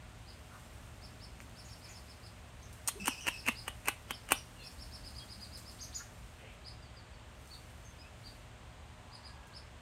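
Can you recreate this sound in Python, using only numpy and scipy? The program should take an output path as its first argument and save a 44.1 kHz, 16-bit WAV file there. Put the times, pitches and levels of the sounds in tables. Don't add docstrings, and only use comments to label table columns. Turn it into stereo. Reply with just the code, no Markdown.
import sys
import numpy as np
from scipy import signal
from scipy.fft import rfft, irfft
from scipy.io import wavfile

SR = 44100
rng = np.random.default_rng(int(sys.argv[2]) if len(sys.argv) > 2 else 0)


def master(y):
    cut = np.clip(np.atleast_2d(y).T, -1, 1)
    pcm = np.round(cut * 32767)
    wavfile.write(sys.argv[1], SR, pcm.astype(np.int16))


N = 432621
TIME = np.arange(N) / SR

# frequency in Hz, time to fall by 60 dB in seconds.
ROOM_DECAY = [(150, 0.28), (700, 0.26), (2800, 0.23), (5500, 0.28), (9000, 0.25), (15000, 0.15)]
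# frequency in Hz, relative density in dB per Hz.
AIR_SPECTRUM = [(22, -49), (38, 5), (107, -3), (207, -13.5), (389, -14.5), (488, -14.5), (613, -11.5),
                (662, -13), (1040, -13.5), (2730, -18), (5670, -29), (8720, -27.5), (10200, -42),
                (14500, -44), (16000, -59)]
# frequency in Hz, left-right likeness from 0 to 1.
AIR_LIKENESS = [(30, .97), (60, .92), (130, .9), (290, .82), (640, .15), (1400, .1), (16000, .2)]
# frequency in Hz, rms level in dB.
HUM_LINES = [(70, -61), (106, -64.5), (119, -64), (175, -70), (241, -71.5), (619, -73.5), (738, -75.5)]
# start in seconds, length in seconds, centre frequency in Hz, level in dB.
RUBS_AND_SWELLS = [(0, 2.52, 257, -66.5), (0.49, .11, 1310, -56.5), (1.827, 0.11, 2330, -58.5),
                   (2.935, .085, 360, -51), (2.97, .11, 177, -52), (4.001, 2.36, 60.6, -59),
                   (4.001, 2.56, 245, -65), (5.982, 0.0523, 1600, -52), (6.325, .27, 2596, -58.5),
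                   (6.416, 0.053, 490, -55.5), (8.202, 1.95, 950, -65.5)]
# time in seconds, relative level in dB.
RUSTLE_LEVEL = [(0, -76.5), (.6, -69), (1.3, -73), (1.9, -68), (2.55, -75), (3.1, -63.5), (4, -71),
                (4.65, -67.5), (5.95, -67.5), (6.25, -72), (7.1, -88.5), (7.5, -68.5), (8.1, -77.5),
                (8.3, -69), (8.5, -81), (9.8, -83)]
# frequency in Hz, relative gain in dB.
RUSTLE_COLOUR = [(1500, -2), (3000, -6.5), (6000, 0.5), (8800, 6), (10000, -5), (13000, 1), (16000, -14)]
# start in seconds, level in dB.
CRACKLES = [(1.409, -51), (2.728, -49.5), (5.407, -54), (5.574, -42), (5.59, -64), (5.621, -53),
            (5.714, -52), (9.471, -55)]
# time of the arch's top in seconds, top pitch in Hz, level ahead of the throat in dB.
PEEPS = [(.291, 5050, -55.5), (1.038, 5390, -54), (1.228, 5390, -53.5), (1.582, 5410, -54.5),
         (1.657, 6900, -59.5), (1.709, 5550, -54), (1.838, 5300, -55.5), (1.898, 7010, -55.5),
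         (1.953, 5340, -55.5), (2.094, 5300, -57.5), (2.248, 5160, -55.5), (2.634, 6490, -58.5),
         (3.384, 5400, -50), (3.577, 5100, -48), (4.14, 5390, -52), (4.364, 5850, -49),
         (4.653, 5530, -49.5), (4.809, 5450, -51), (4.936, 5400, -50), (5.057, 5146, -50.5),
         (5.172, 5050, -49.5), (5.308, 5100, -50.5), (5.422, 4940, -50.5), (5.54, 5130, -51),
         (5.674, 5310, -52.5), (5.814, 5060, -51.5), (5.819, 6550, -46.5), (5.952, 5030, -51),
         (5.958, 6920, -43), (6.67, 5080, -49), (7.527, 4584, -51), (8.263, 4760, -52.5),
         (9.139, 5060, -53.5), (9.257, 4990, -53.5), (9.559, 5300, -50.5)]
# frequency in Hz, gain in dB.
THROAT = [(3400, 7), (4100, 1), (4450, 4), (5600, -2), (7000, 2), (9300, 5), (11500, -1)]
# frequency in Hz, relative gain in dB.
BOWL_COLOUR = [(120, -39), (200, -17), (2540, -1), (3890, -26), (6400, -12), (10200, -33), (14000, -39)]
# time of the pop in seconds, ring pitch in Hz, body level in dB, hollow bass lift in dB,
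# ring level in dB, spray level in dB, lead of the first slip in seconds,
# ring and spray offset of the slips in dB, on top of their growth towards the pop.
KISSES = [(2.8858, 2630, -31.5, -10, -53, -27, 0.01, 3.5), (3.08, 2960, -24.5, 6, -26.5, -27.5, 0.022, 0),
          (3.284, 2770, -27, -4, -21, -33, .015, -0.5), (3.485, 2670, -28.5, 9, -19.5, -30, .021, -5.5),
          (3.68, 2980, -30.5, -3, -32.5, -37.5, 0.00033, -8),
          (3.884, 2620, -26, -0.5, -22.5, -25.5, .027, -10.5),
          (4.1078, 3170, -32.5, 0.5, -24, -34.5, 0, -1.5), (4.32, 2930, -20.5, 0, -20, -20.5, 0.031, -15)]
# frequency in Hz, relative gain in dB.
SNAP_BODY = [(90, -37), (170, -21), (240, 6.5), (400, -4), (660, -4.5), (900, 6), (1600, 1.5), (2200, 2.5),
             (2900, 5), (4500, -24.5)]
# frequency in Hz, relative gain in dB.
SNAP_SPRAY = [(1500, -60), (3000, -6.5), (4200, 0), (5200, -12), (6500, -4), (7600, -7), (8900, 1),
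              (10000, -5.5), (10900, 7.5), (12000, 0.5), (16000, -20)]
# frequency in Hz, gain in dB.
LEFT_SHADE = [(1000, -2.5), (2800, 2), (7500, -0.5), (9000, 7), (11000, -11.5), (15000, 3)]
# time in seconds, pitch in Hz, level in dB.
SQUEAK = [(2.997, 2650, -40.5), (3.035, 2587, -45), (3.084, 2980, -37.5), (3.116, 2526, -43),
          (3.169, 2440, -52), (3.21, 2967, -47.5), (3.28, 2807, -51), (3.345, 2605, -45), (3.41, 2665, -66),
          (3.52, 2580, -55)]
# start in seconds, length in seconds, first pitch in Hz, last pitch in Hz, level in dB.
WHISTLES = [(4.535, .16, 3004, 2340, -58), (4.583, 0.055, 4380, 4080, -55), (4.598, 0.055, 3570, 3340, -60),
            (5.188, 0.038, 3250, 3270, -56), (6.79, 0.094, 5130, 4110, -64.5),
            (6.937, 0.08, 5230, 4100, -61), (7.108, 0.056, 5100, 4100, -67), (7.824, .08, 6550, 6150, -63),
            (7.971, 0.064, 4800, 5200, -58), (7.98, 0.12, 2400, 2730, -63), (9.051, 0.71, 1730, 1557, -64)]


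def amp(db):
    return 10 ** (np.asarray(db) / 20)


def unit(x):
    return x / np.sqrt(np.mean(x ** 2) + 1e-20)


def read(points, hz):
    f, value = np.transpose(points)
    return np.interp(np.log(hz + 1), np.log(f + 1), value)


def add(mix, s, sound):
    part = mix[max(round(s * SR), 0):][:len(sound)]
    part += sound[:len(part)]


def colour(x, points):
    return irfft(rfft(x) * amp(read(points, np.fft.rfftfreq(N, 1 / SR))), N)


def click(points, size=1024):
    log_gain = np.log(amp(read(points, abs(np.fft.fftfreq(size, 1 / SR)))))
    return np.fft.ifft(np.exp(signal.hilbert(log_gain).conj())).real[:size // 2]


def wander(size, hz):
    f = np.fft.rfftfreq(size, 1 / SR)
    return unit(irfft(rfft(rng.standard_normal(size)) * np.exp(-(f / hz) ** 2), size))


def delay(spectrum, lag_ms):
    f = np.fft.rfftfreq(N, 1 / SR)
    return spectrum * np.exp(-2j * np.pi * f * lag_ms / 1000)


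def place(x, lag_ms, wet_db):
    direct = np.array([irfft(delay(rfft(x), lag_ms), N), x])
    size = SR // 2
    taps = rng.standard_normal((2, size))
    taps *= rng.random((2, size)) < .15
    taps *= TIME[:size] > .003
    hz, t, bands = signal.stft(taps, SR, nperseg=256)
    decay = amp(-60 * t / read(ROOM_DECAY, hz)[:, None])
    tail = signal.istft(bands * decay, SR, nperseg=256)[1]
    tail /= np.linalg.norm(tail, axis=1, keepdims=True)
    return direct + amp(wet_db) * signal.fftconvolve(x[None], tail, axes=1)[:, :N]


def room_tone(air_db=-52.5, waver=0.73, lag_ms=-0.287):
    shared, separate = rfft(rng.standard_normal((2, N)))
    alike = np.clip(read(AIR_LIKENESS, np.fft.rfftfreq(N, 1 / SR)), -1, 1)
    left = delay(shared, lag_ms)
    right = alike * shared + np.sqrt(1 - alike ** 2) * separate
    air = colour(irfft(np.array([left, right]), N), AIR_SPECTRUM)
    hum = np.zeros(N)
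    for hz, db in HUM_LINES:
        phase = 2 * np.pi * hz * TIME + waver * 100 / hz * wander(N, 10.2)
        hum += amp(db) * np.sqrt(2) * np.sin(phase)
    return amp(air_db) * unit(air) + hum


def rubs_and_swells(width=0.29):
    out = np.zeros(N)
    for s, length, hz, db in RUBS_AND_SWELLS:
        size = int(length * SR)
        band = np.exp(-((np.fft.rfftfreq(size, 1 / SR) - hz) / (width * hz)) ** 2)
        noise = unit(irfft(rfft(rng.standard_normal(size)) * band, size))
        add(out, s, amp(db) * np.hanning(size) * noise)
    return place(out, lag_ms=-0.1, wet_db=-1)


def dry_rustle(lift_db=4.5, grains_per_s=4000, spread_db=3.0, crackle_s=0.0048):
    grains = rng.standard_normal(N) * (rng.random(N) < grains_per_s / SR)
    grains *= amp(spread_db * np.minimum(rng.exponential(1, N), 5))
    level = amp(lift_db + np.interp(TIME, *np.transpose(RUSTLE_LEVEL)))
    for s, db in CRACKLES:
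        add(level, s, amp(db) * np.exp(-TIME[:SR // 10] / crackle_s))
    return place(unit(colour(grains, RUSTLE_COLOUR)) * level, lag_ms=-0.198, wet_db=-1.0)


def peep(hz, fall_s, octave_db, slack_hz=4190, fall_share=.2, rise_s=0.024, jitter=0.007,
         loudest_at=0.13, spread=0.95, octave_at=0.63, octave_spread=0.61):
    t = np.arange(-1.4 * rise_s, 1.3 * fall_s, 1 / SR)
    arch = t / np.where(t < 0, rise_s, fall_s)
    end_ratio = np.where(t < 0, slack_hz / hz, 1 - fall_share)
    pitch = hz * end_ratio ** (arch ** 2) * (1 + jitter * wander(len(t), 380))
    phase = 2 * np.pi * np.cumsum(pitch) / SR
    tone = np.exp(-((arch - loudest_at) / spread) ** 2) * np.sin(phase)
    octave = np.exp(-((arch - octave_at) / octave_spread) ** 2) * np.sin(2 * phase)
    return -t[0], (tone + amp(octave_db) * octave) * signal.windows.tukey(len(t), .2)


def chick(run_s=.22, left_db=2.5):
    out, times = np.zeros(N), np.transpose(PEEPS)[0]
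    for s, hz, db in PEEPS:
        neighbours = np.exp(-((times - s) / run_s) ** 2).sum() - 1
        eager = 1 - np.exp(-neighbours)
        lead, sound = peep(hz, fall_s=0.016 + eager * 0.0088, octave_db=-16 + eager * 4)
        add(out, s - lead, amp(db) * sound)
    balance = amp([[left_db / 2], [-left_db / 2]])
    return place(colour(out, THROAT), lag_ms=-0.28, wet_db=3.5) * balance


def bowl_tap(tap_s=1.4036, peak_db=-34):
    out, knock = np.zeros(N), click(BOWL_COLOUR)
    add(out, tap_s, amp(peak_db) * knock / abs(knock).max())
    return place(out, lag_ms=0, wet_db=-6)


def slips(count=2, shrink=0.37, growth_db_per_s=297, sealed_db=-12.5):
    for s, hz, body_db, hollow_db, ring_db, spray_db, lead, slip_db in KISSES:
        for early in lead * shrink ** np.arange(count * (lead > 0)):
            db = -growth_db_per_s * early
            yield (s - early, hz, body_db + db + sealed_db, hollow_db,
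                   ring_db + db + slip_db, spray_db + db + slip_db)
        yield s, hz, body_db, hollow_db, ring_db, spray_db


def lip_kisses(ring_s=0.0014, body_s=0.0046, spray_s=0.0054, scatter=0.24, spray_scatter=0.2, ring_scatter=0.099,
               suck_s=0.011, suck=0.037, wet_suck_s=0.0038, wet_suck=0.021,
               hollow_hz=950, brighten=0.62, firm_db=-27):
    out, slip = np.zeros(N), SR // 20
    t = TIME[:SR // 10] - TIME[slip]
    head = slice(slip, slip + SR // 250)
    hiss = suck * np.exp(-abs(t) / suck_s)
    wet_hiss = wet_suck * np.exp(-abs(t) / wet_suck_s)
    body_fade, spray_fade = np.exp(-abs(t) / body_s), np.exp(-abs(t) / spray_s)
    for s, hz, body_db, hollow_db, ring_db, spray_db in slips():
        body = click([(f, db + hollow_db * np.clip(np.log2(hollow_hz / f) / 2, 0, 1)) for f, db in SNAP_BODY])
        ring = np.exp(-TIME[:512] / ring_s) * np.sin(2 * np.pi * hz * TIME[:512])
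        tilt_db = brighten * (body_db - firm_db)
        spray = click([(f, db + tilt_db * max(np.log2(f / 8000), 0)) for f, db in SNAP_SPRAY])
        layers = ((body, body_db, hiss, scatter * body_fade),
                  (ring, ring_db, hiss, ring_scatter * body_fade),
                  (spray, spray_db, wet_hiss, spray_scatter * spray_fade))
        for shape, db, before, after in layers:
            noise = np.where(t < 0, before, after) * rng.standard_normal(len(t))
            part = signal.fftconvolve((t == 0) + noise, shape)
            add(out, s + t[0], amp(db) * part / np.std(part[head]))
    left, right = place(out, lag_ms=0.14, wet_db=-15)
    return np.array([colour(left, LEFT_SHADE), right])


def squeak(flutter_db=4, second_db=-3, third_db=-16):
    s, hz, db = np.transpose(SQUEAK)
    t = np.arange(s[0], s[-1], 1 / SR)
    pitch = np.interp(t, s, hz) * (1 + .02 * wander(len(t), 600))
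    phase = 2 * np.pi * np.cumsum(pitch) / SR
    rasp = .6 * wander(len(t), 600)
    tone = np.sin(phase)
    tone += amp(second_db) * np.sin(2 * phase + rasp)
    tone += amp(third_db) * np.sin(3 * phase + 2 * rasp)
    level = amp(np.interp(t, s, db) + flutter_db * wander(len(t), 170))
    out = np.zeros(N)
    add(out, s[0], tone * signal.windows.tukey(len(t), .02) * level)
    return place(out, lag_ms=0.11, wet_db=-2.5)


def other_birds(jitter=0.011):
    out = np.zeros(N)
    for s, length, first_hz, last_hz, db in WHISTLES:
        size = int(length * SR)
        pitch = np.linspace(first_hz, last_hz, size) * (1 + jitter * wander(size, 150))
        whistle = np.sin(2 * np.pi * np.cumsum(pitch) / SR)
        add(out, s, amp(db) * np.hanning(size) * whistle)
    return place(out, lag_ms=-0.27, wet_db=5.0)


def scene():
    background = room_tone() + rubs_and_swells() + dry_rustle()
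    return background + chick() + bowl_tap() + lip_kisses() + squeak() + other_birds()


def record(dry, bass_cut_hz=42, edge_hz=15900):
    cut = signal.sosfilt(signal.butter(6, bass_cut_hz, "highpass", fs=SR, output="sos"), dry)
    band_limit = signal.firwin(511, edge_hz, window=("kaiser", 9), fs=SR)
    return signal.oaconvolve(cut, band_limit[None], "same")


dry = scene()
out = record(dry)
master(out)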